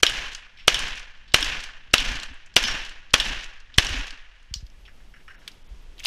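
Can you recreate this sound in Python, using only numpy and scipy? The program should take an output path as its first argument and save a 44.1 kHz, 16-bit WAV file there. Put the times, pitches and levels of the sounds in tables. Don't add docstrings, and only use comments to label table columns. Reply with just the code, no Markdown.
import sys
import numpy as np
from scipy import signal
from scipy.io import wavfile

SR = 44100
rng = np.random.default_rng(int(sys.argv[2]) if len(sys.argv) > 2 else 0)


def to_linear_factor(level_db):
    exponent = np.asarray(level_db, float) / 20
    return 10 ** exponent


def materialize(psi):
    bounded = np.clip(np.atleast_2d(psi).T, -1, 1)
    quanta = np.round(bounded * 32767).astype(np.int16)
    wavfile.write(sys.argv[1], SR, quanta)


N = 267406

# centre in Hz, width in Hz, level in dB.
CASE = [(1650, 310, 2), (2900, 140, 11.5), (4400, 270, -2.5), (5460, 110, 3.5), (9500, 1000, -28.5)]

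# time in seconds, level in dB.
WIND = [
    (0, -48),
    (1.2, -51.5),
    (2.4, -55),
    (3.6, -52.5),
    (4.3, -51.5),
    (4.6, -44.5),
    (5.1, -43),
    (5.55, -46.5),
    (5.75, -39.5),
    (6.06, -43),
]
WIND_UPPER_DB, WIND_DUCK_DB = -21.5, -15
SHAKE_S, SHAKE_DB, SHAKE_DEEP_DB = 0.17, -22, 11.5
SHAKE_RISE_DB_PER_S, SHAKE_FALL_DB_PER_S = 89, 126.5

# frequency in Hz, density in dB per Hz.
AIR_COLOUR = [(71, -29), (120, -5.5), (418, -7.5), (1050, -12.5), (1620, -12.5), (3110, -12), (3980, -18),
              (5520, -18), (12500, -37), (14700, -49), (16000, -55)]
AIR_DB, HISS_DB = -60, -72.5
RECOVER_S, RECOVER_TAKES_S = 4.27, 0.48
DUCK_DB, LOW_AIR_DUCK_DB, HISS_DUCK_DB = -12, -5, -19
EARLIER_DB, EARLIER_S = 22, .03
# start in seconds, end in seconds.
DROPOUTS = [
    (5.358, 5.39),
    (5.632, 5.642),
    (5.675, 5.69),
]
INSECT_HZ, INSECT_PER_S, INSECT_DB = 10700, 45, -84

# start in seconds, wall echo in dB, low push in dB, chest thump in dB, wall boom in dB.
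SHOTS = [
    (0.0309, -0.5, -32.5, -20.5, -28),
    (0.6788, 1, -35, -12.5, -24),
    (1.342, 1, -22.5, -14, -22),
    (1.9375, 0.5, -27.5, -23.5, -20),
    (2.5638, 1, -35.5, -17.5, -22.5),
    (3.1386, 0, -26, -36, -22),
    (3.7821, 0, -13.5, -25, -23.5),
]
# centre in Hz, width in Hz, level in dB.
MUZZLE = [(310, 82, -17.5), (700, 100, -19), (1138, 140, -12), (1700, 1000, -1), (2300, 860, 1),
          (3100, 430, 0), (4530, 640, -8.5), (5720, 370, -8), (8500, 1000, -37)]
# seconds after the shot, level in dB relative to the blast.
SLAPS = [
    (.0082, -9.5),
    (0.0114, -17.5),
    (0.022, -20),
]

# frequency in Hz, density in dB per Hz.
ECHO_COLOUR = [(88, -40), (150, -11), (275, -10), (494, -8.5), (759, -7.5), (1450, -5), (1600, 3.5),
               (2020, -3.5), (2760, 1), (4160, -10), (6260, -13), (8070, -29.5), (12900, -35), (15100, -42),
               (16000, -74.5)]
NEAR_DB, NEAR_DB_PER_S = -24, 198.5
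HOLD_DB, HOLD_S, DYING_DB_PER_S = -31, 0.19, 86
FAR_DB, FAR_DB_PER_S = -40.5, 26
BASS_DB, BASS_DB_PER_S, TREBLE_DB, TREBLE_DB_PER_S, TILT_END_DB = 0.5, 30.5, 9.5, 48, -9.5
# seconds after the shot, level change in dB.
GAPS = [
    (0.035, -1.5),
    (.055, -2),
    (.1, -3.5),
    (.193, 0),
    (.21, 1),
    (.125, 2),
]
GAP_WIDTH_S = .007
SCRAPE_S, SCRAPE_WIDTH_S, SCRAPE_DB = 0.299, 0.017, 9
BOOM_FIRST_S, BOOM_TRIP_S, BOOM_LOSS_DB, BOOM_HZ, BOOM_DULLING = .064, 0.09, 4, 24, 0.82

# start in seconds, peak in dB, centre in Hz, T60 in seconds.
PLATES = [
    (0.0657, 1, 3420, 0.0089),
    (0.7436, -6.5, 3100, 0.0087),
    (1.4268, -6, 2930, 0.016),
    (1.9812, -5, 3540, 0.0069),
    (2.6385, -7, 3230, 0.0048),
    (3.1995, -4.5, 3420, 0.011),
    (3.8676, -10, 5440, 0.0082),
]
# start in seconds, peak in dB, centre in Hz,
# T60 in seconds.
RATTLES = [(.571, -39.5, 2800, 0.44), (.585, -37, 2220, 0.24), (.598, -35.5, 2900, 0.065),
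           (.625, -44.5, 2760, 0.24), (1.333, -48, 3960, .03), (1.278, -43.5, 3500, 0.27),
           (1.319, -35.5, 3530, 0.044), (1.911, -40.5, 4100, 0.055), (2.342, -44, 7000, .015),
           (2.461, -40.5, 6000, 0.041), (2.540, -39, 4960, 0.026), (3.106, -39.5, 4100, .03),
           (3.537, -45, 5000, .03), (3.602, -40, 4800, 0.033), (3.741, -31.5, 3170, 0.064),
           (3.762, -41, 5470, 0.037), (4.428, -51, 6370, .015)]

UNLOCK_S, UNLOCK_DB, UNLOCK_HZ = .065, -19, 6000
BACK_HZ, LIFT_HZ, SHUT_HZ, ACTION_T60_S = 5220, 4350, 4500, .015
# start in seconds, peak in dB.
SLIDE_BACK = [
    (0.141, -35),
    (0.7915, -17),
    (1.4444, -15),
    (2.051, -23),
    (2.6775, -19.5),
    (3.2515, -22.5),
    (3.8914, -21.5),
]
# start in seconds, peak in dB.
SHELL_LIFT = [
    (0.3182, -30),
    (0.9552, -27),
    (1.605, -24),
    (2.1992, -24),
    (2.85, -27),
    (3.4082, -28),
    (4.069, -29),
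]
# start in seconds, peak in dB.
BOLT_SHUT = [
    (0.3486, -19.5),
    (0.9956, -27.5),
    (1.638, -23.5),
    (2.2325, -19.5),
    (2.8938, -28.5),
    (3.4423, -26),
    (4.1064, -22.5),
]
# start in seconds, peak in dB, centre in Hz.
LOOSE = [(0.121, -32.5, 5950), (0.275, -38, 4500), (0.3332, -31, 5320), (0.881, -29, 6170),
         (1.357, -15, 4480), (1.363, -16.5, 6100), (2.1171, -33, 6200), (2.155, -23, 4150),
         (2.6504, -33, 4800), (3.273, -29, 6050), (3.824, -26, 4500), (3.96, -34, 5940), (3.985, -34, 6200)]

KICK_S, KICK_DB, KICK_HZ = 0.084, -39, 107
# start in seconds, peak in dB, pitch in Hz.
KNOCKS = [(1.422, -32.5, 296), (2.014, -35.5, 263), (2.096, -36.5, 238), (2.147, -38, 272),
          (2.283, -52, 225), (2.31, -44, 263), (2.64, -34.5, 229), (2.735, -43, 300), (3.259, -38, 223),
          (3.3, -35.5, 265), (3.852, -38, 248), (3.941, -32, 262), (3.988, -35.5, 271), (4.125, -49, 278)]
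# start in seconds, peak in dB, pitch in Hz.
JOLTS = [
    (1.5, -39, 49.5),
    (2.11, -28, 45),
    (2.3, -36.5, 59.6),
    (3.3, -30, 57.4),
    (3.9, -24.5, 70.3),
    (3.96, -19.5, 40),
    (5.71, -30.5, 47.6),
]
# start in seconds, peak in dB, pitch in Hz, T60 in seconds.
RINGS = [(2.668, -32, 5520, .4), (2.66, -36, 5900, .25), (2.65, -36, 4650, .2), (2.642, -30, 6150, .15),
         (2.645, -30, 5050, .12), (2.648, -34, 4300, .1), (2.6, -35, 5400, .12), (4.543, -53, 1179, .07),
         (4.542, -39, 4500, .08), (4.555, -42, 5700, .07), (5.28, -45, 1600, .15)]
# start in seconds, peak in dB.
WOBBLES = [
    (4.511, -24.5),
    (4.559, -25),
    (4.627, -25.5),
]

# start in seconds, peak in dB, centre in Hz, T60 in seconds.
HANDLING = [(4.5395, -13, 4780, 0.009), (4.557, -40, 6000, .06), (4.545, -42, 4500, .07),
            (4.575, -42, 4300, 0.08), (4.605, -45, 5500, 0.043), (4.666, -41, 4800, 0.014),
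            (4.70, -46, 5180, 0.013), (5.477, -21.5, 2900, 0.03), (5.478, -30.5, 5510, 0.031),
            (5.4775, -37, 1490, 0.06), (5.479, -33.5, 9190, 0.014), (5.516, -39.5, 4600, 0.026),
            (5.981, -34, 3500, 0.014), (5.991, -33, 3000, 0.042), (5.997, -28.5, 6000, 0.007),
            (6.001, -29, 2300, 0.029), (6.023, -39, 3300, 0.045), (6.034, -28, 2530, 0.066),
            (6.0405, -24, 5100, 0.032), (6.047, -20, 2900, 0.1), (6.051, -19.5, 9100, 0.014),
            (6.0565, -8.5, 4500, 0.023), (6.057, -12, 2300, 0.05), (6.049, -26.5, 930, 0.13)]
# start in seconds, peak in dB, centre in Hz, T60 in seconds.
SCUFFS = [(4.8522, -40.5, 2890, 0.12), (4.878, -40.5, 1722, 0.088), (5.0012, -45, 1765, 0.089),
          (5.1382, -37.5, 1700, 0.076), (5.1624, -41, 1640, 0.11), (5.2031, -47.5, 1980, 0.08),
          (5.2789, -30.5, 1550, 0.074), (5.3014, -35.5, 1583, 0.12), (5.3436, -41, 1593, 0.13),
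          (5.3794, -48, 1510, 0.087), (5.416, -45, 1580, 0.14), (5.4384, -52, 1470, 0.22)]
CHIRP_FIRST_S, CHIRP_EVERY_S, CHIRP_S, CHIRP_DB = 4.665, .145, .016, -71

CUTOFF_HZ = 16600


def unit(x):
    return x / np.sqrt(np.mean(x ** 2) + 1e-20)


def band(x, low_hz, high_hz):
    sos = signal.butter(2, [low_hz, min(high_hz, .45 * SR)], "band", fs=SR, output="sos")
    return signal.sosfilt(sos, x)


def resonance(x, hz, width_hz):
    r = np.exp(-np.pi * width_hz / SR)
    poles = [1, -2 * r * np.cos(2 * np.pi * hz / SR), r * r]
    return signal.lfilter(np.array([1, 0, -1]) * (1 - r * r) / 2, poles, x)


def through_case(x, modes=CASE, window=1):
    out = 0
    for k, (hz, width_hz, db) in enumerate(modes):
        out = out + to_linear_factor(db) * (-1) ** k * unit(window * resonance(x, hz, width_hz))
    return out


def drift(rate_hz, size):
    r = np.exp(-2 * np.pi * rate_hz / SR)
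    slow = signal.lfilter([1], [1, -2 * r, r * r], rng.standard_normal(size + SR // 4))
    return unit(slow[SR // 4:])


def add(out, s, piece):
    i = round(s * SR)
    out[i:i + len(piece)] += piece[:N - i]


def bank(white, spectrum, count):
    edges = 125 * 2 ** np.arange(0, 7.1, 1 / count)
    hz, db = np.transpose(spectrum)
    centres = np.sqrt(edges[:-1] * edges[1:])
    gains = to_linear_factor(np.interp(np.log(centres), np.log(hz), db))
    bands = np.array([g * band(white[k % 2], edges[k], edges[k + 1]) for k, g in enumerate(gains)])
    return centres, bands / np.sqrt(np.mean(bands.sum(0) ** 2))


def ducked():
    return np.clip(1 - (np.arange(N) / SR - RECOVER_S) / RECOVER_TAKES_S, 0, 1)


def rumble():
    t, white = np.arange(N) / SR, rng.standard_normal((2, N))
    wind = to_linear_factor(np.interp(t, *np.transpose(WIND)))
    shots = np.array(SHOTS)
    late = t - SHAKE_S - shots[:, :1]
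    away_db = np.maximum(SHAKE_FALL_DB_PER_S * late, -SHAKE_RISE_DB_PER_S * late)
    shake = to_linear_factor(SHAKE_DB + shots[:, 4:] - away_db).sum(0)
    deep = (wind + to_linear_factor(SHAKE_DEEP_DB) * shake) * unit(band(white[0], 8.7, 33))
    upper_level = to_linear_factor(WIND_UPPER_DB + WIND_DUCK_DB * ducked()) * wind + shake
    upper = upper_level * to_linear_factor(1.3 * drift(15, size=N)) * unit(band(white[1], 35, 210))
    return deep + upper


def air():
    t, down = np.arange(N) / SR, ducked()
    centres, bands = bank(rng.standard_normal((2, N)), AIR_COLOUR, count=4)
    hiss_level = to_linear_factor(HISS_DB + HISS_DUCK_DB * down + 0.96 * drift(8, size=N))
    hiss = hiss_level * unit(band(rng.standard_normal(N), 8100, 18000))
    pulse = 1 + np.sin(2 * np.pi * INSECT_PER_S * t)
    insect = to_linear_factor(INSECT_DB) * pulse * np.sin(2 * np.pi * INSECT_HZ * t) * (1 - down)
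    kept = 1 - .97 * sum((t > a) & (t < b) for a, b in DROPOUTS)
    earlier_db = EARLIER_DB * np.maximum(1 - t / EARLIER_S, 0)
    level = to_linear_factor(AIR_DB + 2.5 + DUCK_DB * down + earlier_db + 1.4 * drift(4.9, size=N))
    low = to_linear_factor(LOW_AIR_DUCK_DB * down) * bands[centres < 1000].sum(0)
    middle = bands[(centres >= 1000) & (centres < 3800)].sum(0)
    top = kept * bands[centres >= 3800].sum(0)
    return level * (low + middle + top) + kept * (hiss + insect)


def blast(push_db, thump_db):
    t = np.arange(SR // 5) / SR
    late = np.maximum(t - .0045, 0)
    tick_fade = np.minimum(t / .002, 1) * np.exp(-t / 0.0083)
    tick = to_linear_factor(-18) * unit(band(rng.standard_normal(len(t)), 2900, 9000)) * tick_fade
    rise = np.minimum(late / .001, 1)
    burning = rise / (1 + np.exp(np.minimum((late - .0047) / .0006, 50)))
    gas = to_linear_factor(-17.0) * through_case(rng.standard_normal(len(t)), MUZZLE, window=burning)
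    thump = -to_linear_factor(thump_db + 14.5) * rise * np.exp(-late / 0.00092) * np.sin(2 * np.pi * 420 * late)
    swell = late / 0.0015 * np.exp(1 - late / 0.0033)
    push = -to_linear_factor(push_db + 13.0) * swell * (1 - late / 0.0047) * np.exp(-late / 0.0057)
    out = tick + gas + thump + push
    short = (gas + thump) * np.exp(-late / 0.0014)
    for s, db in SLAPS:
        out += to_linear_factor(db) * np.roll(short, round(s * SR))
    return out


def bay_level(t):
    near = NEAR_DB - NEAR_DB_PER_S * t
    held = HOLD_DB - DYING_DB_PER_S * np.maximum(t - HOLD_S, 0)
    far = FAR_DB - FAR_DB_PER_S * t
    gaps_db = sum(db * np.exp(-((t - s) / GAP_WIDTH_S) ** 2) for s, db in GAPS)
    mid_db = 10 * np.log10((to_linear_factor(np.array([near, held, far])) ** 2).sum(0)) + gaps_db
    scrape_db = SCRAPE_DB * np.exp(-((t - SCRAPE_S) / SCRAPE_WIDTH_S) ** 2)
    bass_db = np.maximum(BASS_DB - BASS_DB_PER_S * t, TILT_END_DB)
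    treble_db = np.maximum(TREBLE_DB - TREBLE_DB_PER_S * t, TILT_END_DB) + scrape_db
    return mid_db, bass_db, treble_db


def echo():
    out, t = np.zeros(N), np.arange(round(1.05 * SR)) / SR
    mid_db, bass_db, treble_db = bay_level(t)
    walls = to_linear_factor(1.4 * drift(64, size=len(t))) * (t > .006)
    centres, bands = bank(rng.standard_normal((2, 2 * SR)), ECHO_COLOUR, count=6)
    octave = np.log2(centres / 2000)[:, None]
    bass_tilt = np.clip(-octave / 3.9, 0, 1) * bass_db
    treble_tilt = np.clip(octave / 2.8, 0, 1) * treble_db
    shape = to_linear_factor(mid_db + bass_tilt + treble_tilt)
    for k, (s, db, *body) in enumerate(SHOTS):
        fresh = bands[:, 5000 * k:5000 * k + len(t)]
        grain = to_linear_factor(1.0 * drift(120, size=len(t)))
        clumps = [drift(35, size=len(t)) for _ in range(7)]
        patches = to_linear_factor(0.77 * np.repeat(clumps, 6, axis=0))
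        add(out, s, to_linear_factor(db + 2.0) * walls * grain * (shape * patches * fresh).sum(0))
    return out


def boom():
    out, t = np.zeros(N), np.arange(round(.6 * SR)) / SR
    train = 0
    for k in np.arange(6):
        x = (t - BOOM_FIRST_S - k * BOOM_TRIP_S) * BOOM_HZ * BOOM_DULLING ** k
        hump = np.exp(-(x / 0.34) ** 2) * np.cos(2 * np.pi * x + .3)
        train = train + to_linear_factor(-BOOM_LOSS_DB * max(k - 1, 0)) * hump
    for s, *body, boom_db in SHOTS:
        add(out, s, to_linear_factor(boom_db) * train)
    return out


def hits(rows, spread, case_db, after_db, crack_db):
    out, t = np.zeros(N), np.arange(SR // 6) / SR
    for s, db, hz, t60 in rows:
        dying = to_linear_factor(-60 * t / max(t60, .004)) + to_linear_factor(after_db - 60 * t / 0.2)
        burst = rng.standard_normal(len(t)) * dying
        own = unit(resonance(resonance(burst, hz, spread * hz), hz, 2 * spread * hz))
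        case = to_linear_factor(case_db) * unit(through_case(burst))
        crack = to_linear_factor(crack_db) * unit(band(burst, 4500, 21000))
        body = own + case + crack
        add(out, s, to_linear_factor(db) * body / np.abs(body).max())
    return out


def action():
    rows = [(s + UNLOCK_S, UNLOCK_DB, UNLOCK_HZ) for s, *rest in SHOTS]
    for table, hz in ((SLIDE_BACK, BACK_HZ), (SHELL_LIFT, LIFT_HZ), (BOLT_SHUT, SHUT_HZ)):
        rows += [(s, db, hz) for s, db in table]
    return [(*row, ACTION_T60_S) for row in rows + LOOSE]


def thuds(rows, cycles):
    out, t = np.zeros(N), np.arange(SR // 4) / SR
    for s, db, hz in rows:
        x = t * hz / cycles
        add(out, s, to_linear_factor(db) * x * np.exp(1 - x) * np.sin(2 * np.pi * hz * t))
    return out


def rings():
    out, t = np.zeros(N), np.arange(SR // 3) / SR
    for s, db, hz, t60 in RINGS:
        level = to_linear_factor(db - 60 * t / t60 + 5.1 * drift(25, size=len(t)))
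        add(out, s, level * np.minimum(t / 0.0014, 1) * np.sin(2 * np.pi * hz * t))
    return out


def wobbles():
    out, t = np.zeros(N), np.arange(SR // 8) / SR
    turns = 45 * t + 0.63 * (1 - np.exp(-t / 0.0045))
    for s, db in WOBBLES:
        add(out, s, to_linear_factor(db) * t / 0.016 * np.exp(1 - t / 0.01) * np.sin(2 * np.pi * turns))
    return out


def chirps():
    beat = (np.arange(N) / SR - CHIRP_FIRST_S) / CHIRP_EVERY_S
    off_s = (beat - np.round(beat)) * CHIRP_EVERY_S
    puffs = np.exp(-(off_s / CHIRP_S) ** 2) * (beat > -.5)
    return to_linear_factor(CHIRP_DB) * puffs * unit(band(rng.standard_normal(N), 10900, 14300))


def scene():
    out = rumble() + air()
    out *= np.interp(np.arange(N) / SR, [.012, .017, .022, .026], [1, .02, .02, 1])
    for s, db, push_db, thump_db, boom_db in SHOTS:
        add(out, s - .0042, blast(push_db, thump_db))
    out += echo() + boom()
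    out += hits(PLATES, spread=0.27, case_db=-2, after_db=-17.5, crack_db=-20)
    out += hits(action(), spread=0.77, case_db=-2, after_db=-16.5, crack_db=-18.0)
    kicks = [(s + KICK_S, KICK_DB, KICK_HZ) for s, *rest in SHOTS]
    out += thuds(kicks, cycles=0.6) + thuds(KNOCKS, cycles=1.65) + thuds(JOLTS, cycles=0.7)
    out += hits(RATTLES, spread=0.43, case_db=-6.5, after_db=-22, crack_db=-24.5)
    out += rings() + wobbles() + chirps()
    out += hits(HANDLING, spread=0.41, case_db=-15.5, after_db=-23.5, crack_db=-10.5)
    out += hits(SCUFFS, spread=0.31, case_db=-9, after_db=-16, crack_db=-23.5)
    return out[None]


def roll_off(x):
    return signal.sosfilt(signal.butter(12, 16490, fs=SR, output="sos"), x)


def record(dry):
    clipped = dry / (1 + np.abs(dry / 1.02) ** 4) ** (1 / 4)
    dull = signal.sosfilt(signal.butter(2, 12000, fs=SR, output="sos"), clipped)
    cut = signal.sosfilt(signal.cheby2(12, 70, CUTOFF_HZ, fs=SR, output="sos"), dull)
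    return roll_off(to_linear_factor(-2.35) * cut)


dry = scene()
out = record(dry)
materialize(out)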